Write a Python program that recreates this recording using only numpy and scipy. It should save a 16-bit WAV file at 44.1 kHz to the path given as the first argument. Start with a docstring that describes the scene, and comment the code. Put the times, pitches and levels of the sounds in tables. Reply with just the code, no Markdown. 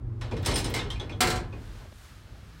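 """Inside an old lift, a folding metal lattice gate is pulled across. Machinery hums at first and the car
rumbles under the moving gate. Impacts excite the metal's modes: bars rattle, some with a bright snap,
links tink and dry pivots chink. The gate slams home with a few rebounds and its frame clangs. Once the
clank has died, a soft sliding hiss comes up over low air noise, with dull bumps and a faint last drone."""
import sys
import numpy as np
from scipy import signal
from scipy.fft import rfft, irfft
from scipy.io import wavfile

SR = 44100
rng = np.random.default_rng(int(sys.argv[2]) if len(sys.argv) > 2 else 0)


def master_out(mix):
    """Clip the mix to full scale and print it as 16-bit PCM to the path in sys.argv[1]."""
    frames = np.transpose(np.atleast_2d(mix))
    ceiling = np.clip(frames, -1, 1)
    pcm = np.round(ceiling * 32767).astype(np.int16)
    wavfile.write(sys.argv[1], SR, pcm)


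N = 114660
T = np.arange(N) / SR
EDGES = 22 * 2 ** (np.arange(30) / 3)   # third-octave bands [Hz]
CENTRES = np.sqrt(EDGES[1:] * EDGES[:-1])
LOW_HZ, MIDDLE_HZ, TREBLE_HZ = 323, 1620, 8550   # where a blow's three levels apply
SPREAD_CYCLES = 4.5   # rise time constant of the ringing

# slam and rebounds: (time [s], low level [dB], middle level [dB], treble level [dB])
SLAM_BLOWS = [(1.2056, -23.5, -25.5, -22.5), (1.217, -23, -29, -35), (1.234, -18, -54, -60),
              (1.271, -24.5, -35.5, -32), (1.301, -27.5, -35.5, -33.5), (1.357, -29.5, -43.5, -41.5)]


def from_db(db):
    """Decibels to amplitude ratio."""
    return 10 ** (np.asarray(db) / 20)


def rms_one(x):
    """Normalisation to unit power."""
    return x / np.sqrt(np.mean(x ** 2) + 1e-20)


def in_time(rows):
    """Amplitude envelope, interpolated in decibels."""
    return from_db(np.interp(T, *np.transpose(rows)))


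def at_hz(points, hz):
    """Interpolation on a log-frequency axis."""
    f, v = np.transpose(points)
    return np.interp(np.log(hz), np.log(f), v)


def band_noise(k, size):
    """Unit-power noise in the k-th third-octave band."""
    sos = signal.butter(2, EDGES[k:k + 2], "band", fs=SR, output="sos")
    return rms_one(signal.sosfilt(sos, rng.standard_normal(size + SR // 10))[SR // 10:])


def coloured(spectrum):
    """Spectral shaping: unit-power noise from weighted third-octave bands."""
    low, high = spectrum[0][0] / 2, spectrum[-1][0] * 2
    return rms_one(sum(from_db(at_hz(spectrum, hz)) * band_noise(k, N)
                       for k, hz in enumerate(CENTRES) if low < hz < high))


def drift(rate_hz, size=N):
    """Random modulation: interpolated Gaussian values."""
    knots = rng.standard_normal(SR // 10)
    return np.interp(T[:size] * rate_hz, np.arange(len(knots)), knots)


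def swell(s, width_s):
    """Gaussian envelope centred on time s."""
    return np.exp(-.5 * ((T - s) / width_s) ** 2)


def add(out, s, sound):
    """Superposition of a sound at time s."""
    i = int(s * SR)
    out[i:i + len(sound)] += sound[:N - i]


def bar_response(depth_db=5.0, spacing_hz=45):
    """Crowded modes make the bars' frequency response peaky, chiefly in the treble."""
    hz = np.arange(N // 2 + 1) * SR / N
    peaks = np.interp(hz / spacing_hz, np.arange(SR), np.clip(rng.standard_normal(SR), -2, 2))
    return from_db(depth_db * peaks * hz / (hz + LOW_HZ * 2))


def lattice(blows, spectrum, decay, crack_db, crack_s, grain_db):
    """High modal density: each impact gives a crack, then ringing so crowded that it acts as noise."""
    top_hz, firm_db, dulling = 14000, -28, 0.47   # blows below firm_db lose their top
    out, t = np.zeros(N), T[:SR * 3 // 5]
    response, bands = bar_response(), []
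    for k, hz in enumerate(CENTRES):
        if hz > 110:
            noise = rms_one(irfft(rfft(band_noise(k, N)) * response, N))
            rise = 1 - np.exp(-t * hz / SPREAD_CYCLES)
            ring = from_db(-60 * t / at_hz(decay, hz))
            crack = from_db(crack_db) * np.sqrt(hz / TREBLE_HZ) * np.exp(-t / crack_s)
            bands.append((hz, rise * (ring + crack), noise))
    for s, low, middle, treble in blows:
        start = rng.integers(N - SR)
        top = treble + dulling * min(treble - firm_db, 0)
        tone = [(LOW_HZ, low), (MIDDLE_HZ, middle), (TREBLE_HZ, treble), (top_hz, top)]
        for hz, envelope, noise in bands:
            gain = from_db(at_hz(tone, hz) + at_hz(spectrum, hz))
            add(out, s, gain * envelope * noise[start:start + len(t)])
    return out * from_db(grain_db * drift(600)) / np.sqrt(len(bands) / 2)


def ringing(blows, modes, gain_db, wobble, scatter_db=1.5):
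    """Damped free vibration: blows excite modes whose pitch wobbles with the loose joints."""
    out, t = np.zeros(N), T[:SR // 2]
    pitches, db, t60 = np.transpose(modes)[:, :, None]
    for s, level, scale in blows:
        hz = pitches * scale
        envelopes = from_db(-60 * t / t60) * (1 - np.exp(-t * hz / SPREAD_CYCLES))
        clocks = np.cumsum([1 + wobble * drift(291, len(t)) for _ in modes], axis=1) / SR
        strength = from_db(gain_db + level + db + scatter_db * rng.standard_normal(hz.shape))
        cycles = hz * clocks + rng.random(hz.shape)
        add(out, s, (strength * envelopes * np.sin(2 * np.pi * cycles)).sum(0))
    return out


def machinery_hum():
    """Amplitude and frequency modulation make the machinery's low partials waver."""
    # partials: (frequency [Hz], level [dB])
    partials = [(94, -42), (119, -37.5), (243, -56.5), (345, -57)]
    # envelope: (time [s], gain [dB])
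    envelope = [(0, -13), (.04, 1.5), (.26, 1), (.32, -6), (1.3, -8), (1.9, -36)]
    hum = np.zeros(N)
    for hz, db in partials:
        amplitude = np.sqrt(2) * from_db(db + 0.68 * drift(11.0))
        cycles = np.cumsum(hz * (1 + 0.023 * drift(21.03))) / SR
        hum += amplitude * np.sin(2 * np.pi * cycles)
    return hum * in_time(envelope)


def air_noise():
    """Broadband air noise, its power concentrated in the bass."""
    # envelope: (time [s], level [dB])
    envelope = [(0, -38.5), (1.7, -45.5), (2.0, -54), (2.24, -55.5), (2.3, -50.5), (2.6, -53)]
    # spectrum: (frequency [Hz], relative level [dB])
    spectrum = [(60, 17), (160, -0.5), (330, 7), (550, -5.5), (1200, -6), (2500, -18.5), (6000, -28)]
    return coloured(spectrum) * in_time(envelope)


def car_rumble():
    """Forced vibration: the car rumbles under the moving gate."""
    # envelope: (time [s], level [dB])
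    envelope = [(0, -56), (.28, -44), (.34, -29), (.6, -31.5), (.85, -34), (1.05, -37), (1.3, -31.5),
                (1.6, -40), (2.0, -51.5), (2.12, -47.5), (2.19, -46), (2.26, -48)]
    # spectrum: (frequency [Hz], relative level [dB])
    spectrum = [(25, -10), (42, -7), (58, -2), (76, -13), (105, 1.5), (145, -14.5), (250, -15.5),
                (400, -27)]
    return coloured(spectrum) * in_time(envelope)


def bar_rattle():
    """Impact excitation: loose bars knock together as the gate moves."""
    # knocks: (time [s], low level [dB], middle level [dB], treble level [dB])
    knocks = [(0.211, -40.5, -36, -46), (0.311, -29, -39.5, -51), (0.366, -44, -38.5, -50),
              (0.428, -43, -37.5, -50.5), (0.448, -43, -35.5, -37.5), (0.459, -27.5, -28, -24),
              (0.474, -31, -30.5, -52), (0.512, -27.5, -32, -34), (0.556, -42, -30.5, -26),
              (0.579, -52, -46, -27.5), (0.602, -29.5, -78, -52), (0.643, -31.5, -35.5, -32),
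              (0.699, -32, -39, -48), (0.739, -32, -31, -28.5), (0.762, -37, -32, -36),
              (0.792, -50, -33.5, -44), (0.902, -44.5, -39, -41), (0.997, -34, -38.5, -48.5),
              (1.094, -37.5, -42, -53), (1.525, -38.5, -49, -65)]
    # lattice spectrum: (frequency [Hz], gain [dB])
    spectrum = [(130, -4), (250, -0.5), (420, 3), (650, -1), (1000, 0), (1500, -2.5), (2200, -1), (4200, 4),
                (6500, -3), (9000, 0.5), (11000, -10), (15000, -12)]
    # damping: (frequency [Hz], T60 [s])
    decay = [(200, 0.6), (1000, 0.46), (4000, 0.31), (12000, 0.16)]
    return lattice(knocks, spectrum, decay, crack_db=-12, crack_s=0.0023, grain_db=0.5)


def link_tinks():
    """Inharmonic modes: links tink and bars clonk, each at its own pitch."""
    # impacts: (time [s], level [dB], pitch [Hz])
    tinks = [(0.318, -39, 2455), (0.335, -22.5, 455), (0.590, -35.5, 2450), (0.739, -29, 2084),
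             (0.742, -29, 718), (0.764, -28, 2120), (0.792, -31, 3650), (0.852, -30.5, 409),
             (0.902, -30, 3200), (0.955, -42, 2500), (0.997, -31.5, 3420), (1.094, -39, 2455),
             (1.122, -39, 3370), (1.525, -46, 2490)]
    # modes: (frequency ratio, gain [dB], T60 [s])
    modes = [(.95, -6.5, .1), (1, -2.5, .17), (1.1, -10, .14), (1.8, -19, .14)]
    return ringing(tinks, modes, gain_db=0, wobble=0.024)


def bright_snaps(edge_hz=9000, decay_s=0.014):
    """Brief transients: some of the bars' knocks carry a sharp, very high snap."""
    # snaps: (time [s], level [dB])
    snaps = [(0.374, -66), (0.424, -55), (0.4595, -41), (0.556, -45), (0.699, -45)]
    out, t = np.zeros(N), T[:SR // 10]
    sos = signal.butter(3, edge_hz, "high", fs=SR, output="sos")
    for s, db in snaps:
        noise = rms_one(signal.sosfilt(sos, rng.standard_normal(len(t))))
        add(out, s, from_db(db) * noise * np.exp(-t / decay_s))
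    return out


def pivot_chinks():
    """Natural frequencies: dry pivots ring in the same high modes at every blow."""
    # impacts: (time [s], relative level [dB])
    chinks = [(0.460, -28.5), (0.5414, -28), (0.557, -22), (0.643, -30.5)]
    # modes: (frequency [Hz], gain [dB], T60 [s])
    modes = [(5160, -3, .17), (5560, -7.5, .09), (8600, 0, .055), (8770, 2, .06), (9070, -6.5, .18)]
    return ringing([(s, db, 1) for s, db in chinks], modes, gain_db=-5, wobble=0.011)


def gate_slam():
    """Inelastic collision: the leading bar hits the post and rebounds, and the whole lattice crashes."""
    # lattice spectrum: (frequency [Hz], gain [dB])
    spectrum = [(130, -4.5), (250, -10), (420, -1), (650, -5), (1000, 0), (1500, 1.5), (2200, 6),
                (2900, -2), (4200, 7), (6000, -1.5), (9000, 3.5), (11000, -12), (15000, -5)]
    # damping: (frequency [Hz], T60 [s])
    decay = [(200, 0.46), (1000, 0.53), (4000, 0.29), (12000, 0.16)]
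    return lattice(SLAM_BLOWS, spectrum, decay, crack_db=-2.5, crack_s=0.02, grain_db=-0.3)


def frame_clang(gain_db=-1, wobble=0.003, cut_s=1.382, cut_db_per_s_khz=184):
    """Resonance: slam blows feed the frame's modes; the ringing is cut short, highest modes first."""
    # modes: (frequency [Hz], relative level [dB], T60 [s])
    modes = [(245, -5, .75), (356, -6, .8), (446, -11, .8), (737, -1.5, .72), (1012, -12, .6),
             (1130, -11, .45), (1326, -4, .4), (1398, -4.5, .44), (1825, -12, .34), (2076, -5, .35),
             (2396, -11, .36), (2763, -10, .34), (3354, -14, .36), (4027, -11, .3), (5218, -11, .3),
             (9298, -15, .27)]
    fed, out = np.zeros(N), np.zeros(N)
    for s, _, middle_db, _ in SLAM_BLOWS:
        fed[int(s * SR)] = from_db(middle_db) ** 2
    for hz, db, t60 in modes:
        energy = signal.lfilter([1], [1, -from_db(-60 / (t60 * SR)) ** 2], fed)
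        cut_db = cut_db_per_s_khz * hz / 1000 * np.maximum(T - cut_s, 0)
        cycles = hz * np.cumsum(1 + wobble * drift(100)) / SR + rng.random()
        flutter_db = 2 * drift(20)
        out += from_db(gain_db + db + flutter_db - cut_db) * np.sqrt(energy) * np.sin(2 * np.pi * cycles)
    return out


def sliding_hiss():
    """Incoherent addition: a soft sliding hiss brightens once as a treble swish joins it."""
    # envelope: (time [s], level [dB])
    envelope = [(0, -82), (.3, -63), (1.48, -64.5), (1.62, -55.5), (1.8, -54), (1.93, -60), (2.05, -55),
                (2.3, -59), (2.6, -57)]
    # spectra of hiss and swish: (frequency [Hz], relative level [dB])
    hiss_spectrum = [(200, -12), (500, -1.5), (900, -0.5), (1400, 7.5), (2200, 2.5), (4000, 3.5),
                     (8000, -3), (11000, -4.5), (15000, -7.5)]
    swish_spectrum = [(2000, -16), (5000, -5), (8500, -1), (10500, -3), (14000, -8)]
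    swish = from_db(-63) * swell(2.03, width_s=0.1) * coloured(swish_spectrum)
    return coloured(hiss_spectrum) * in_time(envelope) + swish


def soft_bumps():
    """Amplitude modulation: short, smooth swells of dull noise are heard as bumps."""
    # bumps: (time [s], level [dB], Gaussian width [s])
    bumps = [(1.758, -52, 0.0077), (1.842, -52.5, 0.032), (1.926, -45.5, 0.0031), (2.33, -59, 0.071)]
    # spectrum: (frequency [Hz], relative level [dB])
    spectrum = [(300, -4), (700, 1.5), (1100, -7.5), (2000, -11)]
    return sum(from_db(db) * swell(s, width) for s, db, width in bumps) * coloured(spectrum)


def drone(hz=162, level_db=-54):
    """A faint pure tone swells at the end."""
    return from_db(level_db) * swell(2.56, width_s=0.068) * np.sqrt(2) * np.sin(2 * np.pi * hz * T)


def scene():
    """Superposition of all sources, heard from inside the car."""
    gate = bar_rattle() + pivot_chinks() + link_tinks() + bright_snaps() + gate_slam() + frame_clang()
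    background = machinery_hum() + car_rumble() + air_noise() + sliding_hiss() + soft_bumps() + drone()
    return (gate + background)[None]


def record(dry, bass_hz=36, top_hz=15800):
    """Band limiting and soft saturation: the sound holds nothing below the deep bass, peaks are rounded, the
    top is cut."""
    thin = signal.sosfilt(signal.butter(6, bass_hz, "high", fs=SR, output="sos"), dry)
    rounded = .5 * np.tanh(thin / .5)
    return signal.sosfilt(signal.ellip(10, .2, 80, top_hz, fs=SR, output="sos"), rounded)


dry = scene()
out = record(dry)
master_out(out)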